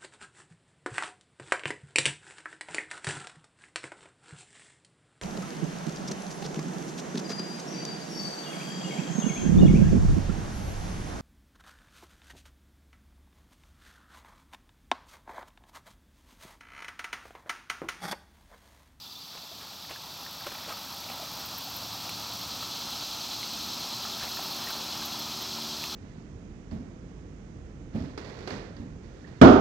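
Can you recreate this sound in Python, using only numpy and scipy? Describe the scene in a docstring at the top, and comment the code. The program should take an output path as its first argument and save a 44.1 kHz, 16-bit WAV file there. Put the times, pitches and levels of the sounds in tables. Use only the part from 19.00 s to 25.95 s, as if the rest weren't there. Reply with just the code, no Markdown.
"""Dusk over a marsh pond

Crickets trill and throb in the reeds; meadow katydids buzz and tick above them.
Water plops, small bubbles pop, and soft knocks and ticks sound close by.
Far off lie a road, a caller's brief chirps and a humming engine. The steady beds swell at the start.
Insects and traffic are shaped noise, ringing pulses and tones; bubbles and engine are short or steady tones.
"""
import sys
import numpy as np
from scipy import signal
from scipy.fft import rfft, irfft, next_fast_len
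from scipy.io import wavfile

SR = 44100
rng = np.random.default_rng(int(sys.argv[2]) if len(sys.argv) > 2 else 0)


def wav_out(sig):
    """Save sig, one row per channel (or a flat mono array), as 16-bit PCM at SR to the path in sys.argv[1]."""
    wavfile.write(sys.argv[1], SR, np.round(np.clip(np.atleast_2d(sig).T, -1, 1) * 32767).astype(np.int16))


N = 306495
TIME = np.arange(N) / SR   # s

# Tone colour of each noise: (frequency [Hz], relative level [dB])
RUMBLE_SPECTRUM = [(20, -17), (45, -10), (70, 0), (110, 1.5), (180, 3), (290, 0), (400, -9.5), (600, -27),
                   (1200, -63)]
ROAD_SPECTRUM = [(250, -12), (450, -9), (650, -2.5), (880, 1), (1120, -2), (1320, -0.5), (1480, -8),
                 (2000, -12.5), (2600, -8.5), (5000, -15)]
CHORUS_SPECTRUM = [(1900, -49), (2250, -16.5), (2520, -11.5), (3050, -9.5), (3280, -2.5), (3500, -2.5),
                   (3750, -4.5), (3950, 0.5), (4250, 1), (4380, -4), (4500, 4), (4700, -5.5), (5400, -6)]
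UPPER_CHORUS_SPECTRUM = [(4200, -31), (4850, 3), (5050, -4), (5300, 1.5), (5900, -1.5), (6400, -5.5),
                         (6700, -7), (7200, -8), (7600, -10), (8300, -11), (9200, -20), (10500, -21.5),
                         (13000, -16.5), (16000, -26)]
KATYDID_SPECTRUM = [(9000, -12.5), (10800, -9), (12000, -3), (13200, -3), (13700, -3.5), (14400, -2.5),
                    (15500, -6), (16000, -5)]
ZIP_SPECTRUM = [(10800, -30), (12200, -2), (13000, -5), (14300, 1), (16000, -10)]
KNOCK_SPECTRUM = [(40, 2), (80, -2), (300, -3), (560, 1.5), (900, -2), (1300, 1), (2000, -7.5), (2700, -2),
                  (3600, -8), (7000, -15), (15000, -27)]
TICK_SPECTRUM = [(2000, 2), (5000, 0), (10000, -7), (13000, 4), (16000, -8)]
# Engine tones: (multiple of firing rate [1], relative level when slow [dB], relative level when fast [dB])
ENGINE_TONES = [(1, -64, -65.5), (1.5, -55.5, -72), (2, -72, -63.5), (2.5, -57, -74), (3, -69, -55),
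                (4, -55.5, -57.5), (5, -74, -60.5)]
# Nearer crickets: (wing pitch [Hz], relative width of the ring [Hz], wing strokes [per s],
# relative level [dB], throb depth [0-1], share in the opening swell [0-1])
NEAR_CRICKETS = [(2960, 440, 61, -55, 0.3, 0.8), (3320, 360, 30.4, -51, 0.97, 0.7),
                 (3600, 260, 33, -54, 0, 0), (3943, 120, 46.1, -49, 0.8, 1),
                 (4177, 99, 46.2, -47, 0.3, 0.9), (4550, 140, 53, -54, 0, 0.04), (5220, 300, 47, -49, 0, 1),
                 (6060, 480, 41, -48.5, 0, 1)]
# Thin, steady cricket trills: (pitch [Hz], level relative to the chorus [dB])
THIN_TRILLS = [(2682, -19), (2927, -29), (3107, -18), (3460, -32), (3967, -17), (4208, -20), (5344, -23),
               (5966, -18), (6049, -23), (6317, -26)]
# Single katydid strokes: (time [s], level [dB])
KATYDID_ZIPS = [(2.46, -41.5), (2.583, -40.5), (2.768, -38), (5.708, -42), (6.059, -40), (6.193, -39.5),
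                (6.423, -44)]
# Soft knocks and rustles: (time [s], level [dB], spread to each side [s])
SOFT_KNOCKS = [(.357, -45, 0.0064), (0.378, -45, .004), (.625, -49, 0.029), (0.914, -43.5, .014),
               (1.473, -36.5, 0.0068), (1.522, -40.5, .0046), (1.701, -41, 0.019), (2.106, -42.5, .009),
               (5.238, -39.5, 0.012), (5.677, -44, .022)]
# Water plops: (time [s], relative level [dB], starting pitch [Hz])
WATER_PLOPS = [(.517, -40, 637), (.96, -34, 1640), (1.264, -33.5, 1750), (1.467, -31, 546),
               (1.678, -37, 574), (1.722, -30.5, 1250), (2.1, -34.5, 720), (2.101, -34, 2490),
               (2.196, -33.5, 666), (2.229, -35, 620), (3.093, -28.5, 2690), (3.627, -30, 1260),
               (4.43, -31, 2160), (5.052, -31, 1280), (5.224, -33, 1750), (5.371, -31, 1750),
               (5.392, -29.5, 730), (5.672, -31, 1830), (5.705, -28, 1510), (6.019, -32.5, 1570),
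               (6.839, -23, 2580)]
# Dry ticks: (time [s], level [dB])
DRY_TICKS = [(1.728, -40), (3.095, -35.5), (3.907, -40), (5.687, -36), (6.841, -42)]
# Bouts of harder katydid singing: (time [s], gain [dB], spread to each side [s])
KATYDID_BOUTS = [(2.8, 0.9, .45), (5.45, 2.5, .2)]

# How each bed climbs, then holds:
# (held level [dB], depth of the climb [dB], length of the climb [s], bend [1 = even])
RUMBLE_CLIMB = (-50.5, 10, 3, 1.3)
ROAD_CLIMB = (-45, 12.5, 2.5, 1.9)
CHORUS_CLIMB = (-40.5, 9, 4, 1.0)
UPPER_CHORUS_CLIMB = (-43, 11, 5, 1.95)
KATYDID_CLIMB = (-51.5, 8, 2, 1.2)
NEAR_CRICKETS_CLIMB = (0, 34, 4, 1)
ENGINE_CLIMB = (-1.5, 22, 2.5, 0.55)
# One swell of far traffic: (time [s], gain [dB], spread to each side [s])
TRAFFIC_SWELL = (5.72, 2.4, 0.62)

SLOW_FIRING_HZ, FAST_FIRING_HZ = 71.5, 75.85
SPEED_UP_S, SPEED_LAG_S, APPROACH_DB_PER_S = 3.55, 0.4, 2.7
CHIRP_START_S, CHIRP_GAP_S = 0.022, 0.049
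CHIRP_HZ, CHIRP_DB, CHIRP_SPREAD_S = (4800, 3510), -44.5, 0.009
POPS_PER_S, POPS_DB = 7, -12   # rate on calm water; level against the road bed
STIRRED_POPS_PER_S, STIR_SPREAD_S = 90, 0.05   # extra pops around each knock
POP_TILT_DB_PER_OCTAVE = -4.5   # high bubbles are smaller and fainter
BUBBLE_RISE_OCTAVES_PER_S = 8.0
PLOP_RING_CYCLES = 41   # cycles of the starting pitch in which a ring dies by 60 dB
PULSING_DEPTH, PULSING_WANDER = 0.5, 0.16   # katydid wing pulsing, 0-1
THROB_HZ, THROB_PEAK_S = 10.0, 5.03
CUTOFF_HZ = 15850


def from_db(db):
    """Turn decibels into a gain."""
    return 10 ** (np.asarray(db) / 20)


def rms_one(x):
    """Scale a sound to an average (rms) strength of 1."""
    return x / np.sqrt(np.mean(x ** 2) + 1e-20)


def drift(rate_hz):
    """Smooth random wandering with rms 1; a higher rate wanders faster."""
    step = 40   # work on every 40th sample, then join the points by lines
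    r = np.exp(-2 * np.pi * rate_hz * step / SR)
    # The first 2000 points let the filter settle.
    random_steps = rng.standard_normal(N // step + 2002)
    slow = signal.lfilter([1], [1, -2 * r, r * r], random_steps)[2000:]
    return np.interp(np.arange(N) / step, np.arange(len(slow)), rms_one(slow))


def noise(spectrum):
    """Random hiss coloured by a spectrum, with rms 1."""
    size = next_fast_len(N)
    hz, db = np.transpose(spectrum)
    bins = np.maximum(np.arange(size // 2 + 1) * SR / size, 1)
    gain = from_db(np.interp(np.log(bins), np.log(hz), db, left=-90, right=-90))
    white = rng.standard_normal(size)
    return rms_one(irfft(rfft(white) * gain, size)[:N])


def resonate(x, hz, width_hz):
    """Ring at one pitch, as a struck body does; a narrow width rings longer."""
    r = np.exp(-np.pi * width_hz / SR)
    feedback = [1, -2 * r * np.cos(2 * np.pi * hz / SR), r * r]
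    return signal.lfilter([1 - r, 0, r - 1], feedback, x + 1e-18)


def cycles(hz):
    """Count the cycles completed at a changing rate."""
    return np.cumsum(hz) / SR


def rise(level_db, depth_db, length_s, bend):
    """Level in dB that climbs from the start and then holds."""
    return level_db - depth_db * np.clip(1 - TIME / length_s, 0, 1) ** bend


def bell(s, height, spread_s):
    """A smooth bump around one moment."""
    return height * np.exp(-0.5 * ((TIME - s) / spread_s) ** 2)


def swells(rows):
    """Loudness curve of bell-shaped bursts from rows (time [s], level [dB], spread [s])."""
    out = np.zeros(N)
    for s, db, spread_s in rows:
        # Only the stretch close to the burst needs computing.
        near = slice(*np.searchsorted(TIME, [s - 4 * spread_s, s + 4 * spread_s]))
        out[near] += from_db(db) * np.exp(-0.5 * ((TIME[near] - s) / spread_s) ** 2)
    return out


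def across_water(x, t60, direct):
    """Reeds and trunks scatter a far call into a short tail behind the direct sound."""
    t = TIME[:SR // 4]
    tail = rng.standard_normal(len(t)) * from_db(-60 * t / t60)   # falls 60 dB in t60 seconds
    scattered = signal.oaconvolve(x, tail / np.linalg.norm(tail))[:N]
    return rms_one(direct * x + scattered)


def throb(depth):
    """Crickets swell together ten times a second."""
    return 1 + np.clip(depth, 0, 1) * np.cos(2 * np.pi * THROB_HZ * (TIME - THROB_PEAK_S))


def far_road():
    """Rumble and tyre wash blend into low, unsteady noise from a far road."""
    rumble_db = rise(*RUMBLE_CLIMB) + 0.5 * drift(12.0)
    rumble = from_db(rumble_db) * noise(RUMBLE_SPECTRUM)
    wash_db = rise(*ROAD_CLIMB) + bell(*TRAFFIC_SWELL) + 0.97 * drift(25)
    wash = from_db(wash_db) * noise(ROAD_SPECTRUM)
    return rumble + wash


def engine():
    """A far engine speeds up and approaches; its tones shift weight with speed and waver on their way."""
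    since_s = np.maximum(TIME - SPEED_UP_S, 0)
    speed = 1 - np.exp(-since_s / SPEED_LAG_S)   # 0 = slow, 1 = fast
    firing_hz = SLOW_FIRING_HZ + (FAST_FIRING_HZ - SLOW_FIRING_HZ) * speed
    turn = 2 * np.pi * cycles(firing_hz * (1 + 0.00296 * drift(4.4)))
    tones = np.zeros(N)
    for multiple, slow_db, fast_db in ENGINE_TONES:
        tone_db = slow_db + (fast_db - slow_db) * speed + 1.8 * drift(3)
        tones += from_db(tone_db) * np.sin(multiple * turn)
    return from_db(rise(*ENGINE_CLIMB) + APPROACH_DB_PER_S * since_s) * tones


def chirps(count=5):
    """A far caller gives a quick run of faint notes, high and low in turn."""
    out = np.zeros(N)
    for k in range(count):
        note = swells([(CHIRP_START_S + k * CHIRP_GAP_S, CHIRP_DB, CHIRP_SPREAD_S)])
        pitch_hz = CHIRP_HZ[k % 2] + 60 * drift(64)
        out += note * np.sin(2 * np.pi * cycles(pitch_hz))
    return out


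def small_pops():
    """Tiny bubbles burst at random among floating leaves, most where knocks stir the water."""
    out = np.zeros(N)
    pitches = np.geomspace(650, 2700, 12)   # Hz
    sizes = from_db(3.0 * np.clip(rng.standard_normal(N), -2, 2))
    stirring = sum(bell(s, STIRRED_POPS_PER_S, STIR_SPREAD_S) for s, _, _ in SOFT_KNOCKS)
    rate = POPS_PER_S + stirring
    for hz in pitches:
        born = rng.random(N) < rate / len(pitches) / SR
        tilt_db = POP_TILT_DB_PER_OCTAVE * np.log2(hz / pitches[0])
        out += resonate(born * sizes, hz, hz / 9) * from_db(tilt_db)   # rings a few cycles
    return from_db(rise(*ROAD_CLIMB) + POPS_DB) * rms_one(out)


def knocks_and_ticks():
    """Dull bumps and rustles, each grainy with small contacts, and tiny dry snaps."""
    grain = rms_one(from_db(3.0 * np.clip(drift(230), -2, 2)))
    knocks = swells(SOFT_KNOCKS) * grain * noise(KNOCK_SPECTRUM)
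    tick_bursts = swells([(s, db, 0.0012) for s, db in DRY_TICKS])
    return knocks + tick_bursts * noise(TICK_SPECTRUM)


def plops():
    """The surface splashes and a bubble rings, rising in pitch; big, low bubbles ring longest."""
    out = np.zeros(N + SR)   # spare second for the last ring
    t = TIME[:SR // 8]
    for s, db, hz in WATER_PLOPS:
        rising_hz = hz * 2 ** (BUBBLE_RISE_OCTAVES_PER_S * t)
        fade = from_db(-60 * t * hz / PLOP_RING_CYCLES)
        ring = np.sin(2 * np.pi * cycles(rising_hz)) * fade
        splash = rms_one(resonate(rng.standard_normal(len(t)), hz, hz)) * np.exp(-t / 0.005)
        at = round(s * SR)
        out[at:at + len(t)] += from_db(db) * (0.86 * ring + 0.28 * splash)
    return out[:N]


def katydids():
    """File and scraper rasp about fifty times a second; single strokes stand out as short zips."""
    buzz_db = rise(*KATYDID_CLIMB) + sum(bell(*bout) for bout in KATYDID_BOUTS)
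    depth = PULSING_DEPTH + PULSING_WANDER * drift(1.2)
    stroke = 2 * np.pi * cycles(51.5 + 1.2 * drift(1.5))
    pulse_shape = 0.52 * np.cos(stroke) + 0.25 * np.cos(2 * stroke)
    pulsing = 1 + np.clip(depth, 0, 1) * pulse_shape
    buzz = from_db(buzz_db + 0.85 * drift(19)) * pulsing * noise(KATYDID_SPECTRUM)
    # A slower singer ticks on faintly between its loud strokes; the high power makes ticks short.
    ticking = np.cos(np.pi * cycles(15.5 + 1.5 * drift(3))) ** 20
    faint_ticks = from_db(buzz_db - 1 + 3.0 * drift(4)) * ticking
    loud_zips = swells([(s, db, 0.004) for s, db in KATYDID_ZIPS])
    return buzz + (faint_ticks + loud_zips) * noise(ZIP_SPECTRUM)


def far_crickets():
    """Countless far crickets merge into a hiss, its lower part gently throbbing."""
    chorus = from_db(rise(*CHORUS_CLIMB)) * noise(CHORUS_SPECTRUM) * throb(0.048)
    return chorus + from_db(rise(*UPPER_CHORUS_CLIMB)) * noise(UPPER_CHORUS_SPECTRUM)


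def near_crickets():
    """Each wing stroke gives a push that makes the wing ring at its own pitch."""
    out = np.zeros(N)
    swell_db = rise(*NEAR_CRICKETS_CLIMB)
    for hz, width_hz, stroke_rate, db, depth, share in NEAR_CRICKETS:
        stroke_count = np.floor(cycles(stroke_rate * (1 + 0.001 * drift(3))))
        strokes = np.diff(stroke_count, prepend=0)   # one click per stroke
        ring_width_hz = width_hz * 1.65
        wing = resonate(resonate(strokes, hz, ring_width_hz), hz, ring_width_hz)
        level = from_db(db + share * swell_db - 3.0 + 0.81 * drift(0.92))
        out += level * across_water(wing, t60=0.13, direct=0.32) * throb(depth)
    return out


def cricket_trills():
    """Thin whistling tones waver slightly in pitch and loudness."""
    out = np.zeros(N)
    chorus_db = rise(*CHORUS_CLIMB)
    for hz, db in THIN_TRILLS:
        waver = from_db(2.0 * drift(5.1))
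        tone = np.sin(2 * np.pi * cycles(hz + 7 * drift(14)))
        out += from_db(chorus_db + db) * waver * tone
    return out


def scene():
    """Add up all sources, alike in both channels."""
    distance = far_road() + engine() + chirps()
    close = small_pops() + knocks_and_ticks() + plops()
    insects = katydids() + far_crickets() + near_crickets() + cricket_trills()
    return np.tile(distance + close + insects, (2, 1))


def record(dry):
    """Cut the treble steeply above the cutoff."""
    low_pass = signal.ellip(12, 0.1, 90, CUTOFF_HZ, fs=SR, output="sos")
    return signal.sosfilt(low_pass, dry)


dry = scene()
out = record(dry)
wav_out(out)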